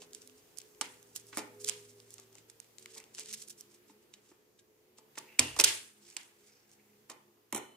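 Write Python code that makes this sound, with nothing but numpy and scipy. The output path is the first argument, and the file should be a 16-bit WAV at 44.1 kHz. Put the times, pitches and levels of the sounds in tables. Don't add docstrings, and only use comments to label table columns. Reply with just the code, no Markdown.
import sys
import numpy as np
from scipy import signal
from scipy.io import wavfile
from scipy.ndimage import uniform_filter1d

SR = 44100
rng = np.random.default_rng(int(sys.argv[2]) if len(sys.argv) > 2 else 0)


def unload_wav(signal):
    wavfile.write(
        sys.argv[1],
        SR,
        np.round(np.clip(np.atleast_2d(signal).T, -1, 1) * 32767).astype(np.int16),
    )


def level_to_linear(level):
    exponent = np.asarray(level, float) / 20
    return 10 ** exponent


N = 342229
OWN_SHARE = 0.55


def in_time(rows):
    s, *columns = np.transpose(rows)
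    return [np.interp(np.arange(N) / SR, s, c) for c in columns]


def at_hz(points, hz, axis=1):
    points = np.array(points)
    return np.interp(np.log(hz), np.log(points[:, 0]), points[:, axis])


def drift(rate_hz, size=N):
    r = np.exp(-2 * np.pi * rate_hz * 40 / SR)
    white = rng.standard_normal(size // 40 + 2002)
    slow = signal.lfilter([1], [1, -2 * r, r * r], white)[2000:]
    return np.interp(np.arange(size) / 40, np.arange(len(slow)), slow / slow.std())


def band_filter(x, low_hz, high_hz, kind="band"):
    return signal.sosfilt(signal.butter(2, [low_hz, high_hz], kind, fs=SR, output="sos"), x)


def bands(white):
    # f/Hz, likeness/0-1
    likeness = [(60, 0.7), (250, 0.7), (500, 0.3), (1000, 0), (4000, 0), (14000, .0)]
    edges = 20 * 2 ** np.arange(0, 10.5, 0.5)
    for k, (low, high) in enumerate(zip(edges, edges[1:])):
        mid, side = band_filter(white[k % 2], low, high)
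        centre = np.sqrt(low * high)
        alike = at_hz(likeness, centre)
        yield centre, np.sqrt(1 + alike) * mid + np.sqrt(1 - alike) * side * [[1], [-1]]


def resonate(force, hz, width_hz):
    r = np.exp(-np.pi * width_hz / SR)
    zeros = np.array([1, 0, -1]) * (1 - r * r) / 2
    return signal.lfilter(zeros, [1, -2 * r * np.cos(2 * np.pi * hz / SR), r * r], force)


def focus(noise, hz, spread, top_hz=16000):
    return band_filter(noise, hz / spread, min(hz * spread, top_hz, 18000))


def outside():
    # t/s, firing f/Hz, level/dB
    engine_path = [(0, 83.7, -66.5), (.7, 85.1, -76.5), (1.2, 80.56, -70), (1.7, 83.5, -62.5),
                   (2.1, 80, -74), (2.7, 75.1, -76), (3.3, 71.83, -69), (4.1, 69.7, -75.5),
                   (4.6, 71.25, -80), (5.2, 73.33, -70.5), (6.2, 69.06, -74), (7, 70.5, -74.5),
                   (7.76, 70, -80)]
    # multiple of firing f, level early/dB, level late/dB
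    exhaust = [(2, -13, -7), (3, -5.5, -2), (4, -12, -11), (5, 8, -2), (6, -3.5, 2), (7, -45, -6),
               (8, -29.5, -30)]
    # t/s, f/Hz, level/dB
    drone_path = [(0, 115.1, -78), (.7, 116, -80), (1.3, 113, -69), (1.9, 112, -67), (2.5, 112.5, -75),
                  (3.3, 112.4, -75.5), (3.8, 111.4, -85), (7.76, 110, -82.5)]
    hz, level_db = in_time(engine_path)
    turn = 2 * np.pi * np.cumsum(hz * (1 + 0.003 * drift(3))) / SR
    late = np.clip((84 - hz) / 12, 0, 1)
    engine = np.zeros(N)
    for k, early_db, late_db in exhaust:
        partial_db = early_db + (late_db - early_db) * late + 4.5 * drift(5)
        engine += level_to_linear(partial_db) * np.sin(k * turn + 0.8 * drift(6))
    drone_hz, drone_db = in_time(drone_path)
    drone_turn = 2 * np.pi * np.cumsum(drone_hz) / SR
    drone = level_to_linear(drone_db + 2 * drift(0.95)) * np.sin(drone_turn + 0.5 * drift(5))
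    return 0.83 * (level_to_linear(level_db) * engine * level_to_linear([[-0.7], [0.7]]) + drone)


def air():
    # f/Hz, density/dB per Hz
    colour = [(25, -26.5), (60, -10.5), (120, -10.5), (250, -7.5), (420, 1), (600, -14), (1000, -19),
              (2500, -19), (5000, -18.5), (10000, -27), (15000, -22)]
    # t/s, level/dB
    rumble = [(0.0, -62.5), (7.76, -71)]
    # t/s, level/dB
    hiss = [(0, -69.5), (3.7, -71.5), (4.3, -74), (4.6, -76.5), (5.0, -73.5), (5.3, -67), (5.95, -72.5),
            (6.1, -71.5), (7, -72.5), (7.76, -77)]
    (rumble_db,), (hiss_db,) = in_time(rumble), in_time(hiss)
    out = np.zeros((2, N))
    for hz, band in bands(rng.standard_normal((2, 2, N))):
        swell_db = rumble_db + 11.5 if hz < 700 else hiss_db + 23
        out += band * level_to_linear(at_hz(colour, hz) + swell_db + drift(2.1))
    return out


def rubs():
    # top t/s, length/s, level/dB,
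    # centre f/Hz
    paper_strokes = [(0.027, 0.044, -47.5, 4800), (0.156, 0.034, -56, 6460), (0.23, 0.15, -61.5, 6000),
                     (0.389, 0.053, -60.5, 6230), (0.59, 0.024, -50.5, 7400), (0.843, 0.013, -50, 4700),
                     (1.167, 0.023, -37, 8560), (1.3, 0.048, -62, 7500), (1.388, 0.073, -45, 6330),
                     (1.338, 0.027, -53, 5070), (1.616, 0.026, -43, 7500), (1.664, 0.056, -44.5, 7000),
                     (1.694, 0.026, -32, 5960), (1.838, 0.18, -60, 6540), (2.008, 0.25, -65, 6300),
                     (2.134, 0.056, -55, 7300), (2.213, 0.12, -58, 5200), (2.381, 0.099, -58, 4760),
                     (2.505, 0.028, -59, 6600), (2.829, 0.053, -55.5, 5760), (2.944, 0.12, -55, 5730),
                     (2.986, 0.054, -48.5, 5560), (3.155, 0.028, -51, 5900), (3.21, 0.065, -42, 5500),
                     (3.301, 0.091, -45, 5440), (3.343, 0.017, -34.5, 6860), (3.315, 0.012, -51, 7000),
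                     (3.416, 0.08, -45.5, 6800), (3.507, 0.053, -44, 7500), (3.603, 0.045, -51.5, 7970),
                     (3.749, 0.084, -59, 6466),
                     (3.904, 0.06, -62, 6100), (4.029, 0.019, -61.5, 7500), (4.145, 0.019, -51, 4870),
               (4.297, 0.14, -64, 5130), (4.596, 0.028, -60.5, 5170), (4.991, 0.03, -56, 4630),
               (5.188, 0.023, -42, 5400), (6.107, 0.16, -53, 5450), (6.172, 0.0091, -43, 5520),
               (6.236, 0.088, -60, 6586), (6.473, 0.051, -57.5, 6300), (6.5, 0.3, -66, 4960),
               (6.73, 0.1, -63.5, 5400), (7.117, 0.036, -54, 5180), (7.573, 0.046, -41, 5870),
               (6.15, .2, -60, 12000), (2.8, .03, -58, 12000), (6.734, .02, -60, 9000),
               (1.289, 0.038, -62, 9100), (1.204, 0.036, -57, 7500), (2.654, .03, -65, 5000)]
    # start, top and end t/s in any order, level/dB, centre f/Hz
    swishes = [
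        (0, 1, 2.33, -66.5, 7500),
        (2.5, 3.096, 3.3, -69, 8100),
        (3, 2.96, 3.036, -49.5, 2500),
        (6, 5.2, 5.3, -62.5, 2410),
        (6.085, 6.13, 6.17, -55, 2750),
        (6.16, 6.19, 6.27, -52, 3250),
        (5.24, 5.35, 5.39, -57, 2400),
        (6.44, 6.47, 6.66, -61, 2500),
        (3.0, 3.1, 3.16, -61, 2300),
        (7, 6.797, 6.78, -64.5, 2330),
    ]
    # start, top and end t/s, level/dB, centre f/Hz
    edge_slides = [
        (6.47, 6.56, 6.66, -62, 5200),
        (6.03, 6.06, 6.12, -64, 5300),
    ]
    catching = rng.random(N) < 0.03
    jumps_db = np.minimum(rng.exponential(1, N), 2) * catching
    grains = rng.standard_normal((2, N)) * level_to_linear(1.7 * jumps_db + 3.1 * drift(60))
    grains = grains[0] + 0.6 * grains[1] * [[1], [-1]]
    rise = 0.55
    short = [(top - rise * long, top, top + (1 - rise) * long, db, hz) for top, long, db, hz in paper_strokes]
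    wide = short + swishes
    out = np.zeros((2, N))
    for k, (start, top, end, level_db, hz) in enumerate(wide + edge_slides):
        start, top, end = np.sort([start, top, end])
        times = [start - min(top - start, 0.02), start, top, end, end + 0.015]
        span = slice(max(round(times[0] * SR), 0), round(times[-1] * SR))
        shape_db = np.interp(np.arange(N)[span] / SR, times, [-36, -8, 0.5, -14.5, -36.5])
        spread = 1.17 if hz < 3400 or k >= len(wide) else 1.8
        out[:, span] += level_to_linear(level_db + shape_db + 2.5) * focus(grains[:, span], hz, spread)
    return out


def snaps():
    # t/s, peak/dB, centre f/Hz, t60/ms
    stroke = [(5.388, -38, 5007, 30), (5.3915, -19, 6500, 14), (5.3937, -8, 6150, 6.7),
              (5.3979, -17.5, 7050, 17), (5.532, -53.5, 8000, 9.4), (5.545, -50.5, 8000, 7.7),
              (5.563, -37, 6030, 65), (5.576, -42.5, 6006, 36), (5.586, -37, 7000, 68),
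              (5.589, -27.5, 7020, 30), (5.5898, -20, 5970, 75), (5.596, -23, 3000, 40),
              (5.5989, -9.5, 5190, 9), (5.601, -13, 5490, 26), (5.609, -15, 5730, 15),
              (5.611, -19, 5490, 40), (5.6378, -31, 7010, 12), (5.6391, 0, 7192, 4),
              (5.6384, -24.5, 5980, 30), (5.6427, -0.5, 7190, 6.1), (5.6474, -18.5, 7500, 20),
              (5.6445, -10, 7010, 25)]
    # t/s, peak/dB, centre f/Hz, t60/ms
    ticks = [(0.811, -23.5, 5000, 30), (1.328, -46, 1900, 90), (1.372, -27.5, 7450, 5.4),
             (1.3757, -34, 6500, 40), (1.3816, -31, 7500, 26), (1.3898, -36, 6000, 41),
             (5.154, -52.5, 4470, 43), (5.1792, -33, 3280, 2), (5.183, -33, 7480, 25),
             (6.1662, -28, 4700, 18), (7.098, -38.5, 5900, 38), (7.504, -67, 4970, 30),
             (7.5255, -25, 7500, 19), (7.5311, -38, 6500, 31), (7.547, -26, 7500, 17),
             (7.551, -35, 7000, 34), (7.5598, -31.5, 8000, 32), (7.5694, -36.5, 7500, 28),
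             (7.5768, -33.5, 7500, 21), (7.583, -45, 7500, 44), (1.35, -46, 8500, 5), (1.359, -57, 7030, 5),
             (1.359, -47, 6500, 5), (1.365, -46, 8500, 20), (2.8584, -40.5, 8000, 7.1),
             (2.601, -53, 2820, 12), (2.644, -57, 5000, 8), (1.161, -45, 2860, 8), (2.498, -51, 5020, 25)]
    # t/s, peak/dB, centre f/Hz, left-right/dB
    paper_snaps = [(0.0188, -43, 4860, -4), (0.1326, -39, 6340, -1), (0.148, -36, 6600, -5),
                   (0.219, -44.5, 6100, 9), (0.2745, -44, 7500, -11), (0.2966, -51, 4900, -6),
                   (0.5716, -50, 7000, -10), (0.573, -41.5, 7100, -12), (0.585, -31.5, 7900, -22),
                   (0.6052, -49, 5570, 10), (0.6015, -44, 6000, 5), (0.616, -43, 6290, 1),
                   (0.748, -53.5, 4690, 6), (1.0278, -46, 9210, -10), (1.161, -29, 8450, -17),
                   (1.1672, -38.5, 6950, -23), (1.198, -48, 6700, -13), (1.268, -48, 9500, -11),
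                   (1.644, -36, 5530, -11), (1.646, -25.5, 7500, -3), (1.6727, -33, 5500, -7),
                   (1.6806, -30, 6500, 0), (1.6877, -23.5, 7500, -7), (1.6882, -23.5, 5540, -4),
                   (1.6953, -21.5, 5400, -13), (1.6961, -24, 6540, -13), (1.8571, -59, 3900, -5),
                   (2.0011, -46, 6180, -8), (2.1054, -43.5, 7700, -1), (2.1402, -41, 8300, -15),
                   (2.1817, -43.5, 5000, 3), (2.1984, -41, 7510, 3),
                   (2.328, -50, 8240, -2.0), (2.3534, -45, 6142, 2), (2.383, -48.5, 4800, -4),
                  (2.4992, -44.5, 7500, -7), (2.601, -38, 7300, -7), (2.7834, -41, 5600, 11),
                  (2.826, -48, 6400, -4), (2.8587, -42, 2800, 2), (2.9501, -41, 6200, 3),
                  (2.98, -38.5, 7240, -3), (3.0014, -42, 7210, 0), (3.04, -46.5, 6290, 10),
                  (3.1485, -36.5, 6200, 0), (3.1765, -48, 7000, -3), (3.1825, -39, 4330, 4),
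                  (3.1877, -36, 5000, -0.5), (3.1951, -31.5, 7500, -4), (3.259, -39, 5370, -1),
                  (3.3275, -30.5, 7100, 2), (3.333, -34, 8000, -6.0), (3.338, -35, 6500, -9),
                  (3.3436, -33, 7700, -3), (3.424, -42.5, 7840, -18), (3.484, -43, 9820, -18),
                  (3.497, -41, 8110, -9), (3.6089, -35, 8230, -2), (4.1387, -42.5, 4000, -5),
                  (4.591, -58, 3770, 0), (4.984, -47.5, 5810, -2), (6.101, -46, 6710, -4),
                  (6.2317, -48, 6290, -6), (6.715, -50.5, 8620, -1)]
    steel = [(*row, -2, 2.16) for row in stroke + ticks]
    paper = [(s, db, hz, 5.8, pan_db + 0.5, 1.77) for s, db, hz, pan_db in paper_snaps]
    rows, size = steel + paper, 2048
    close, to_walls = np.zeros((2, N + size)), np.zeros((3, N + size))
    t = np.arange(size) / SR
    for k, (s, peak_db, hz, t60_ms, pan_db, spread) in enumerate(rows):
        mid, side = rng.standard_normal((2, size))
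        first = round(s * SR)
        top_hz = 12000 if k < len(stroke) else 16000
        shape = (1 - np.exp(-t / 0.0004)) * level_to_linear(-60 * t / (t60_ms / 1000))
        burst = focus(shape * (mid + OWN_SHARE * side * [[1], [-1]]), hz, spread, top_hz)
        burst *= level_to_linear(peak_db) / np.sqrt(uniform_filter1d(burst.mean(axis=0) ** 2, size=36).max())
        sides = level_to_linear(np.clip(pan_db, -12, 12) * np.array([[0.5], [-0.5]]))
        close[:, first:first + size] += burst * sides / sides.mean()
        hump = focus(1.0 * (t == 0), hz, 1.195 * spread, top_hz)
        energy = np.sum(burst.mean(axis=0) ** 2)
        to_walls[k % 3, first:first + size] += hump * np.sqrt(energy / np.sum(hump ** 2))
    return close[:, :N], to_walls[:, None, :N]


def knocks():
    # t/s, level/dB, rattle t60/ms
    hits = [(.02, -56.5, 46), (0.811, -41.5, 65), (1.327, -57, 116), (1.371, -39, 112), (1.385, -42, 49),
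            (1.69, -51, 48), (2.19, -59.5, 34), (2.355, -58.5, 26), (2.961, -63, 290), (3.186, -55.5, 51),
            (3.896, -65.5, 61), (4.315, -62.5, 50), (4.984, -57.5, 35), (5.1746, -46, 33),
            (5.3919, -33, 77), (5.564, -46.5, 79), (5.591, -30.5, 81), (5.639, -36.5, 20),
            (6.166, -53.5, 38.7), (7.096, -50, 120), (7.372, -70.5, 45), (7.525, -39.5, 57),
            (7.547, -41.5, 70), (7.561, -43, 78), (7.576, -44, 53)]
    # f/Hz, width/Hz, level/dB
    modes = [(276, 83, -2), (401.7, 124, 0.5), (501.5, 280, -3.5), (885, 200, 0), (1150, 360, -4.5),
             (1620, 190, -14.5), (1766, 260, -8.5), (2250, 600, -7.5), (3000, 250, -17.5)]
    size = 8192
    rattle, t = np.zeros((2, N + size)), np.arange(size) / SR
    for s, level_db, t60_ms in hits:
        push = rng.standard_normal((2, size)) * level_to_linear(level_db - 60 * t / (t60_ms / 1000))
        push[0, 0] = level_to_linear(level_db + 10.5)
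        first = round(s * SR)
        rattle[:, first:first + size] += push[0] + OWN_SHARE / 2 * push[1] * [[1], [-1]]
    out = np.zeros((2, N))
    for k, (hz, width_hz, db) in enumerate(modes):
        out += (-1) ** k * level_to_linear(db + 19) * resonate(rattle[:, :N], hz, width_hz)
    return out


def room(x):
    # f/Hz, t60/s, level/dB
    decay = [(80, 0.44, -21.5), (258.5, 0.58, -21.5), (600, 0.45, -16), (1500, 0.48, -20),
             (3504, 0.42, -19.5), (7500, 0.42, -26), (11300, 0.67, -33.5), (14050, .25, -40)]
    size, build_up_s = SR // 2, 0.0098
    t = np.arange(size) / SR
    tail = np.zeros((2, size))
    for hz, band in bands(rng.standard_normal((2, 2, size))):
        level_db = at_hz(decay, hz, axis=2) - 20 - 60 * t / at_hz(decay, hz)
        tail += band * level_to_linear(level_db + 2.2 * drift(40, size))
    tail *= 1 - np.exp(-(t / build_up_s) ** 2)
    return signal.fftconvolve(x.mean(axis=0, keepdims=True), tail, axes=1)[:, :N]


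def ringing():
    # t/s, f/Hz, level/dB, t60/s
    rings = [(5.65, 3550, -44, .5), (5.393, 3100, -47.5, .2), (5.645, 4400, -54.5, .15),
             (7.549, 4100, -53, 0.55), (7.528, 3010, -56, 1.1), (7.1, 3010, -64, .5),
             (5.392, 87, -55.5, 0.57), (5.392, 91, -50.5, 1), (5.392, 130, -47, 0.6),
             (5.391, 310, -47.5, 0.3), (5.596, 106, -53.5, 0.75), (5.392, 230, -52, 0.43),
             (5.392, 250, -45, 0.27), (1.38, 420, -49.5, 0.39), (1.38, 490, -52.5, .15),
             (5.3911, 2380, -13, 0.018), (5.3935, 5440, -13, 0.01), (5.3934, 7800, -14, .018),
              (5.5977, 2500, -21, 0.059), (5.599, 5580, -8.5, 0.01), (5.6098, 5830, -13, .012),
              (5.65, 1660, -41, .35), (5.65, 7840, -48, .3), (5.65, 6310, -50.5, .3),
              (7.5258, 10600, -29, .02), (7.5472, 10100, -30, .025), (7.562, 10000, -30, .03),
              (7.57, 10200, -44, .02), (7.576, 10300, -42, .02), (1.372, 9700, -26, 0.016),
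              (3.897, 295, -57.5, 0.095), (3.897, 880, -65, 0.12), (3.897, 3700, -66, .04),
              (4.138, 3800, -49, 0.046), (4.143, 3000, -62, .05), (4.315, 350, -59, 0.085),
              (4.314, 1600, -72, 0.053), (4.59, 3700, -61, 0.059), (4.59, 1620, -74.5, .2),
              (1.372, 1180, -46, 0.05), (1.372, 305, -48, 0.25), (7.526, 960, -48, 0.1),
              (7.548, 890, -51, 0.043), (2.8585, 2200, -41.5, .012), (2.857, 2900, -50, .012),
              (2.8588, 4520, -48, .015), (5.5, 66, -62, .6), (5.45, 304, -48, 0.28),
              (7.549, 3030, -50, .12), (7.097, 900, -55, .08), (.822, 420, -54, .1), (.813, 880, -46, .06),
              (7.53, 215, -56, 0.57), (7.53, 560, -48, .12), (7.097, 1250, -60, .06), (5.6, 560, -42, .15),
              (5.643, 1450, -32, .06), (7.528, 90, -67, 0.38), (.812, 1200, -42.5, 0.054),
              (.812, 2280, -46, .03), (0.82, 2970, -43, 0.05), (5.18, 1150, -53, 0.07),
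              (6.167, 2980, -35, 0.025), (7.53, 131, -59, 0.43)]
    out = np.zeros(N)
    for s, hz, level_db, t60 in rings:
        first = round(s * SR)
        size = min(N - first, SR, round(t60 * SR))
        t = np.arange(size) / SR
        pair = np.sin(2 * np.pi * hz * t) + 0.53 * np.sin(2 * np.pi * hz * 1.012 * t)
        waver_db = 2.5 * drift(7.1, size=SR)[:size]
        onset = np.minimum(t * hz, 1)
        out[first:first + size] += level_to_linear(level_db - 60 * t / t60 + waver_db) * onset * pair
    return out


def squeak():
    # t/s, level/dB, f/Hz
    glide = [
        (5.22, -74, 2666),
        (5.3, -63, 2720),
        (5.385, -63, 2720),
        (5.41, -41.5, 2800),
        (5.47, -41.5, 2780),
        (5.53, -47.5, 2826),
        (5.57, -54, 2860),
    ]
    span = slice(round(glide[0][0] * SR), round(glide[-1][0] * SR))
    level_db, hz = (curve[span] for curve in in_time(glide))
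    low_pass = signal.butter(2, 130, fs=SR, output="sos")
    flutter = signal.sosfilt(low_pass, rng.standard_normal((2, SR)))[:, :len(hz)]
    turn = 2 * np.pi * np.cumsum(hz) / SR
    tone = flutter[0] * np.sin(turn) + flutter[1] * np.cos(turn)
    out = np.zeros(N)
    out[span] = level_to_linear(level_db - 3) * tone / flutter.std()
    return out


def ports(near):
    left, right = near
    shade = 0.7 * resonate(left, 9000, 2300) + 0.39 * resonate(left, 13500, 5000)
    shade += 0.22 * resonate(left, 2300, 2600)
    late_right = np.interp(np.arange(N) - 2, np.arange(N), right)
    return np.array([left - shade, late_right])


def set_aside_dip(hands):
    # from t/s, f/Hz, width/Hz, share/0-1
    thin_band = (7.5, 4850, 1200, .93)
    from_s, hz, width_hz, share = thin_band
    thinned = band_filter(hands, hz - width_hz / 2, hz + width_hz / 2, "bandstop")
    return np.where(np.arange(N) > from_s * SR, share * thinned + (1 - share) * hands, hands)


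def ducking():
    # start t/s, attack/s, hold/s, release/s, depth/dB
    ducks = [
        (5.59, 0.018, 0.06, 0.011, -4),
        (5.62, .005, .014, .002, -6.5),
        (5.683, .13, 0.13, 0.054, -3.5),
    ]
    gain_db = np.ones(N)
    for *steps, depth_db in ducks:
        gain_db += np.interp(np.arange(N) / SR, np.cumsum(steps), [0, depth_db, depth_db, 0])
    return gain_db


def scene():
    rubbed, knocked = rubs(), knocks()
    snapped, to_walls = snaps()
    near = band_filter(snapped + knocked + rubbed, 150, 11000) + ringing() + squeak()
    wet = room(to_walls[0] + 1.234 * knocked + 0.43 * rubbed) + room(to_walls[1]) + room(to_walls[2])
    hands = set_aside_dip(ports(near) + wet)
    hands -= 0.5 * resonate(hands, 11700, 1500)
    return hands + outside() + air()


def band_limit(x):
    return signal.sosfilt(signal.butter(12, 16600, fs=SR, output="sos"), x)


def record(dry):
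    coloured = dry - 0.47 * resonate(dry, 3500, 4400)
    top_cut = signal.cheby2(8, 25, 15900, fs=SR, output="sos")
    level = signal.sosfilt(top_cut, coloured) * level_to_linear(ducking())
    ceiling = 0.9
    mix = ceiling * np.tanh(level / ceiling)
    return band_limit(mix)


dry = scene()
out = record(dry)
unload_wav(out)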